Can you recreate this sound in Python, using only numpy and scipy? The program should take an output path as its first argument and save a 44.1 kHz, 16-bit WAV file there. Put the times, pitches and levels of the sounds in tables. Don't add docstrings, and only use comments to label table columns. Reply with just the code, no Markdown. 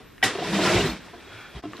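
import sys
import numpy as np
from scipy import signal
from scipy.fft import rfft, irfft
from scipy.io import wavfile
from scipy.ndimage import uniform_filter1d

SR = 44100
rng = np.random.default_rng(int(sys.argv[2]) if len(sys.argv) > 2 else 0)


def to_wav(s):
    ch = np.atleast_2d(s).T
    pcm = np.round(np.clip(ch, -1, 1) * 32767)
    wavfile.write(sys.argv[1], SR, pcm.astype(np.int16))


def ratio_of_db(decibels):
    return 10 ** (np.asarray(decibels, float) / 20)


N = 79380
T = np.arange(N) / SR
SLAP_S = 0.2253


def rms_one(x):
    return x / np.sqrt(np.mean(x ** 2) + 1e-20)


def at_hz(points, hz):
    table_hz, table_db = np.array(points)[:, 0], np.array(points)[:, 1]
    return np.interp(np.log(hz), np.log(table_hz), table_db)


def coloured(x, points, turn=1):
    hz = np.maximum(np.fft.rfftfreq(N, 1 / SR), 1)
    return irfft(rfft(x) * turn * ratio_of_db(at_hz(points, hz)), N)


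def butter(x, order, hz, kind="low"):
    return signal.sosfilt(signal.butter(order, hz, kind, fs=SR, output="sos"), x)


def drift(rate):
    step = 40
    r = np.exp(-2 * np.pi * rate * step / SR)
    slow = signal.lfilter([1], [1, -2 * r, r * r], rng.standard_normal(N // step + 2002))
    slow = rms_one(slow[2000:])
    return np.interp(np.arange(N) / step, np.arange(len(slow)), slow)


def ring(clicks, hz, t60):
    r, w = ratio_of_db(-60 / (t60 * SR)), 2 * np.pi * hz / SR
    return signal.lfilter([0, np.sin(w)], [1, -2 * r * np.cos(w), r * r], clicks + 1e-18)


def struck(s, db, hz, swell, t60, phase=0, sag=0):
    start = int(s * SR)
    age = T[:min(N - start, int(SR * (t60 + 4 * swell)))]
    shape = (1 - np.exp(-age / swell)) ** 2 * ratio_of_db(-60 * age / t60)
    cycles = hz * age * (1 - sag * np.minimum(age / t60, 1))
    wave = ratio_of_db(db) * shape * np.sin(2 * np.pi * cycles + phase)
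    return np.pad(wave, (start, N - start - len(wave)))


def grains(per_s, spread_db):
    sizes = ratio_of_db(spread_db * np.minimum(rng.exponential(1, N), 5.0)) * rng.choice([-1, 1], N)
    return rms_one(sizes * (rng.random(N) < per_s / SR))


def banded(sources, spectrum, motion_db):
    out, rest = 0, 0
    edges = 22 * 2 ** np.arange(0, 9.6, .5)
    for k, (low, high) in enumerate(zip(edges, edges[1:])):
        hz = np.sqrt(low * high)
        pair = butter(sources[k % 2], 2, [low, high], "band") * ratio_of_db(at_hz(spectrum, hz))
        out = out + pair * ratio_of_db(motion_db(hz))
        rest = rest + pair[0]
    return out / np.std(rest)


def rubbing():
    # t/s, speed as hiss level/dB, pressure as drone above hiss level/dB
    rub = [(0, -53, 12.5), (.2, -88, 8), (0.334, -40, -28), (0.392, -38.5, 12), (0.503, -31.5, 3.5),
           (0.564, -28.5, 11.5), (.68, -24, 6), (.77, -24, 7.5), (0.867, -29, 8.5), (0.942, -40.5, -3),
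           (0.997, -47.5, -11), (1.2, -51.5, -1), (1.352, -49, -10), (1.498, -55.5, -17),
           (1.565, -47.5, 11.5), (1.7, -53, -6), (1.748, -49, 5), (1.8, -46.5, -1)]
    # f/Hz, level per Hz/dB
    hiss_spectrum = [(40, -38), (120, -10), (350, 0), (900, -4), (2200, -3), (4000, -7.5), (8000, -23),
                     (15000, -44)]
    # f/Hz, level/dB, t60/s
    panels = [(61, -10.5, 0.15), (108, -7.5, 0.25), (165, -5.5, 0.093), (192.6, -3.5, 0.13),
              (260, -3.5, 0.068), (329, 1.5, 0.096), (395, -2.5, .12), (443.4, -11, 0.4), (622, -6, 0.081),
              (689, -8.5, 0.13), (776, -40, 0.086), (930, -12, 0.11), (1450, -20, 0.028), (1964, -9, 0.12)]
    smooth_share = .85
    brighten = 0.078
    s, speed, pressure = np.transpose(rub)
    speed_db, pressure_db = np.interp(T, s, speed), np.interp(T, s, pressure)
    grit = np.sqrt(1 - smooth_share) * grains(1800, 3)
    noise = np.sqrt(smooth_share) * rng.standard_normal((2, 2, N)) + grit
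    together = 0.5 * drift(18)

    def motion_db(hz):
        tilt = brighten * (speed_db + 39.5) * np.log2(hz / 2500)
        return speed_db + tilt + together + 1.69 * drift(12.2)

    hiss = banded(noise, hiss_spectrum, motion_db)
    slips = grains(200, 2) + 0.56 * rng.standard_normal(N)
    slips = butter(slips, 2, 1410)
    drone = 0
    for hz, db, t60 in panels:
        velocity = np.diff(ring(slips, hz, t60), prepend=0)
        drone = drone + ratio_of_db(db + 2.16 * drift(14)) * rms_one(velocity)
    return hiss, ratio_of_db(speed_db + pressure_db - 13) * drone


def catches():
    # peak t/s, level/dB, f/Hz
    edge_catches = [(0.351, -43, 4300), (0.401, -44, 695), (0.428, -26.5, 744), (0.453, -29, 995),
                    (0.464, -35, 2200), (0.533, -32, 3596), (0.543, -31, 3036), (0.551, -33.0, 1938),
                    (0.567, -32, 1195), (0.588, -24, 685), (0.596, -27, 973), (0.617, -29, 4060),
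                    (0.623, -32, 3639), (0.634, -25, 1415), (0.639, -20, 630), (0.64, -28.5, 4300),
                    (0.665, -27, 2550), (0.665, -18.5, 1007), (0.67, -29.5, 3639), (0.678, -21, 1359),
                    (0.697, -32.9, 4500), (0.73, -21.5, 904), (0.76, -24, 898), (0.784, -26, 689),
                    (0.81, -24.5, 2870), (0.817, -28, 1565), (0.866, -28, 4030), (0.871, -32, 1973),
                    (0.9, -50, 1240), (0.901, -51, 5100), (0.903, -33.5, 3640), (0.904, -35.5, 4260),
                    (0.922, -35, 2370), (0.932, -50, 4694)]
    # peak t/s, level/dB, f/Hz
    fidgets = [(1.083, -46.5, 897), (1.104, -57, 3381), (1.139, -43, 1003), (1.148, -41, 689),
               (1.147, -41, 372), (1.182, -53, 3381), (1.255, -52, 3790), (1.286, -52.0, 3338),
               (1.312, -46.2, 343), (1.313, -49, 2110), (1.318, -53.2, 3360), (1.32, -42, 1468),
               (1.345, -44.5, 350), (1.347, -48, 1570), (1.394, -47.5, 388), (1.556, -55, 3900),
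               (1.556, -49, 3330), (1.56, -56.9, 3740), (1.562, -47, 1030), (1.578, -62, 4330),
               (1.578, -49, 3101), (1.582, -50, 3252)]
    swell_s, t60_s = .005, .055
    out = np.zeros(N)
    for rows, gain_db in ((edge_catches, 10), (fidgets, 12.5)):
        for s, db, hz in rows:
            out += struck(s - 2 * swell_s, db + gain_db, hz, swell_s, t60_s)
    return ratio_of_db(2.5 * drift(100)) * out


def thuds():
    # peak t/s, level/dB, f/Hz, swell/s, t60/s
    rows = [(.25, -32.5, 113, 0.011, 0.21), (0.509, -21, 179, 0.015, 0.13),
            (.545, -20.5, 203.6, 0.015, 0.297), (.905, -25, 339, 0.012, 0.134),
            (.585, -21.5, 325, .02, 0.22), (0.623, -33, 111, .015, 0.15), (.64, -26.5, 370.5, 0.016, 0.38),
            (0.664, -25.5, 200, 0.017, 0.19), (.70, -28, 165, 0.0148, 0.16), (1.655, -42, 107, .01, 0.11),
            (0.764, -17, 108, 0.013, 0.24), (0.768, -22.5, 57.3, 0.023, 0.26),
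            (0.801, -24, 96, 0.011, 0.11), (.85, -18, 161, 0.0118, 0.13), (.88, -22.5, 260, 0.022, 0.23),
            (0.904, -19.5, 60, 0.014, 0.108), (0.971, -28.5, 191, 0.01235, 0.095),
            (1.352, -42, 107, .01, 0.14), (1.389, -40, 108, 0.011, 0.11), (1.56, -33, 133, 0.0056, 0.08),
            (1.57, -20.5, 60, 0.012, 0.094), (1.69, -37.5, 125, 0.0079, 0.098),
            (0.85, -20, 400, 0.0048, 0.089), (1.661, -37.5, 318, 0.00616, 0.19),
            (.93, -27, 192.3, 0.00953, 0.13)]
    return sum(struck(s - 2 * swell, db + 7.5, hz, swell, t60, sag=0.11)
               for s, db, hz, swell, t60 in rows)


def wall_knocks():
    # t/s, level/dB, pitch factor/1, swell/s, overtone tilt per octave/dB
    rows = [
        (.352, -29.5, 1.25, 0.00075, 6.5),
        (.383, -31, 1.44, 0.0012, 4),
        (.393, -33, 1.57, 0.00082, 6.5),
        (1.127, -34, 1.14, 0.0088, 7),
        (1.265, -47.5, 1.3, 0.0027, -5),
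        (1.638, -34.5, 0.95, 0.00023, 4.5),
        (1.651, -33, 1.0, 0.00074, 4.5),
        (1.74, -41, 1.14, 0.002, -3),
        (1.785, -33, 0.93, 0.0085, 4),
    ]
    # f/Hz, level/dB, t60/s
    wall = [(206, -8.5, 0.29), (308.5, 4, 0.12), (400, -7.5, 0.14), (684.6, -6, 0.078), (1054, -12, 0.043),
            (1320, -21, 0.094), (2800, -24.5, 0.051), (3260, -29, 0.058)]
    out = np.zeros(N)
    for s, db, factor, swell, over_db in rows:
        for hz, level_db, t60 in wall:
            chance, phase = rng.standard_normal(2)
            tilt_db = over_db * np.log2(hz / 310)
            soft_db = 9 * np.log2(1 + (hz * swell / 20) ** 4)
            mode_hz = hz * factor if hz < 500 else hz
            out += struck(s, db + level_db + chance + tilt_db - soft_db, mode_hz, swell, t60, phase)
    return out


def slapped_flap():
    # t/s, level/dB
    hits = [
        (.2275, -15),
        (.2306, -16),
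        (.241, -37),
        (.262, -27.5),
        (.277, -26),
    ]
    # f/Hz, level/dB, t60/s
    flap = [(294, -23, 0.19), (766, -2.5, 0.083), (1573, -9, 0.076), (1925, 3.5, 0.045), (2250, 0, 0.021),
            (3076, -6, 0.055), (3550, -11, 0.063), (5050, -18, 0.12)]
    out = np.zeros(N)
    for s, db in hits:
        for hz, level_db, t60 in flap:
            chance, phase = rng.standard_normal(2)
            out += struck(s, db + level_db + 1.6 * chance, hz, 0.00047, t60, phase)
    return out


def slap():
    # f/Hz, level per Hz/dB
    spectrum = [(24, -49), (40, -25), (382, -1), (554, -13), (1920, -5), (9360, -17), (10600, -47),
                (13600, -15), (15000, -68)]
    # f/Hz, t60/s
    decay = [(100, 0.39), (500, 0.46), (2000, 0.37), (6000, 0.29), (14000, 0.043)]
    age = np.maximum(T - SLAP_S, 1e-7)

    def shape_db(hz):
        rise_s = 0.0096 + 0.0068 * np.clip(np.log2(hz / 3500), 0, 1)
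        rise_db = 40 * np.log10(np.minimum(age / rise_s, 1))
        return rise_db - 60 * age / at_hz(decay, hz) + 0.22 * drift(37)

    return ratio_of_db(-17) * banded(rng.standard_normal((2, 2, N)), spectrum, shape_db)


def ticks():
    # t/s, peak level/dB, f/Hz, t60/s
    rows = [
        (0.1810, -36, 1860, 0.019),
        (0.18, -37, 3160, 0.0055),
        (0.219, -32.5, 1575, 0.021),
        (0.227, -18, 3370, 0.021),
        (1.7336, -26.4, 1170, 0.022),
        (1.7340, -26, 1800, 0.0098),
        (1.7497, -36, 1070, 0.048),
        (1.769, -28.5, 4060, 0.0071),
    ]
    out = np.zeros(N)
    for s, db, hz, t60 in rows:
        click = np.zeros(N)
        start = int(s * SR)
        click[start:start + 5] = ratio_of_db(db - 12) * np.hanning(7)[1:-1]
        out += ring(click, hz, t60)
        out += 0.12 * ring(click, hz * 1.3, t60)
        out += 0.26 * ring(click, hz * 1.55, t60 * 1.4)
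    return out


def brush():
    # f/Hz, level/dB, t60/s
    modes = [(1475, -2.5, 0.017), (1720, -6.5, 0.013), (2380, 0.5, 0.0082), (3320, -5, 0.029)]
    air = rng.standard_normal(N)
    stroke = ratio_of_db(-51) * np.exp(-((T - 1.408) / 0.15) ** 2)
    return stroke * sum(ratio_of_db(db + 3.2 * drift(5.0)) * rms_one(ring(air, hz, t60)) for hz, db, t60 in modes)


def room(x):
    t60_s, wall_cut_hz = 0.38, 6000
    out, dull = np.zeros(N), np.exp(-2 * np.pi * wall_cut_hz / SR)
    lags = (rng.uniform(.01, .03, size=8) * SR).astype(int)
    for k, lag in enumerate(lags):
        loop, gain, state = x.copy(), ratio_of_db(-60 * lag / SR / t60_s), [0.]
        for i in range(lag, N, lag):
            back, state = signal.lfilter([gain * (1 - dull)], [1, -dull], loop[i - lag:i], zi=state)
            loop[i:i + lag] += back[:N - i]
        out += (loop - x) * (-1) ** k
    return out


def room_tone():
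    # f/Hz, level per Hz/dB
    spectrum = [(30, -6.5), (60, -0.5), (200, -8.5), (360, -4.5), (520, -19), (1670, -13), (3300, -21.5),
                (13500, -42.5)]
    return ratio_of_db(-52) * banded(rng.standard_normal((2, 2, N)), spectrum, lambda hz: 1.5 * drift(5))


def patchy_treble(x):
    flicker_hz, patch_hz = 8600, 350
    hz, whole = np.fft.rfftfreq(N, 1 / SR), rfft(x)

    def below(edge_hz):
        return irfft(whole * np.clip((edge_hz - hz) / 300 + .5, 0, 1), N)

    out = below(flicker_hz)
    for k in range(19):
        low = flicker_hz + k * patch_hz
        threshold = .45 * min(k / 3 - 1, 1) + max(k - 12, 0) / 2
        off_slap = np.abs(T - SLAP_S) > .088 - k * .0034
        shut = uniform_filter1d(1. * (drift(6) < threshold) * off_slap, size=600)
        out += (below(low + patch_hz) - below(low)) * ratio_of_db(4 - 26 * shut)
    return out


def flares():
    # t/s, half length/s, level/dB
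    rows = [
        (.805, .024, -58),
        (.897, .043, -52),
    ]
    bright = butter(rng.standard_normal(N), 6, 12300, "high")
    envelope = sum(ratio_of_db(db) * np.exp(-((T - s) / length) ** 6) for s, length, db in rows)
    return envelope * ratio_of_db(5.4 * drift(30)) * rms_one(bright)


def whine(masker):
    tone = ratio_of_db(-70) * rms_one(ring(rng.standard_normal(N), 13000, 0.091))
    return tone / (1 + uniform_filter1d(masker ** 2, size=2000) / ratio_of_db(2 * -42))


def port_difference(x):
    # f/Hz, level/dB
    difference = [(60, -92), (400, -23), (800, -27), (1200, -48), (3000, -40), (3500, -8.5), (8000, 2),
                  (14000, 14)]
    # f/Hz, level per Hz/dB
    self_noise = [(25, -36), (237, -7), (500, -12.5), (1200, -24), (1900, -44), (3200, -54), (3800, -31),
                  (15000, -64)]
    noise = ratio_of_db(-56) * rms_one(coloured(rng.standard_normal(N), self_noise))
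    wide_s = 0.032
    crack = ratio_of_db(-20.5) * np.exp(-((T - SLAP_S - wide_s) / wide_s) ** 2) * x
    return coloured(x, difference, turn=1j) + noise + crack


def scene():
    hiss, drone = rubbing()
    box = drone + catches() + thuds() + wall_knocks() + slapped_flap() + ticks() + brush()
    box = butter(box + ratio_of_db(-21.5) * room(box), 3, 65, "high")
    pair = hiss + slap() + room_tone() + box
    mid = patchy_treble(pair[0])
    mid = mid + flares() + whine(mid)
    side = port_difference(pair[1])
    return np.array([mid + side, mid - side])


def low_pass(x):
    return signal.sosfilt(signal.butter(12, 15410, fs=SR, output="sos"), x)


def record(dry):
    limit, dip_s = .7, 1.62
    fade_out, fade_in = (dip_s - T) / 0.028, (T - dip_s) / 0.016
    fade = np.clip(np.maximum(fade_out, fade_in), ratio_of_db(-24), 1)
    soft = butter(limit * np.tanh(dry / limit), 10, 15100)
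    return low_pass(soft * fade)


dry = scene()
out = record(dry)
to_wav(out)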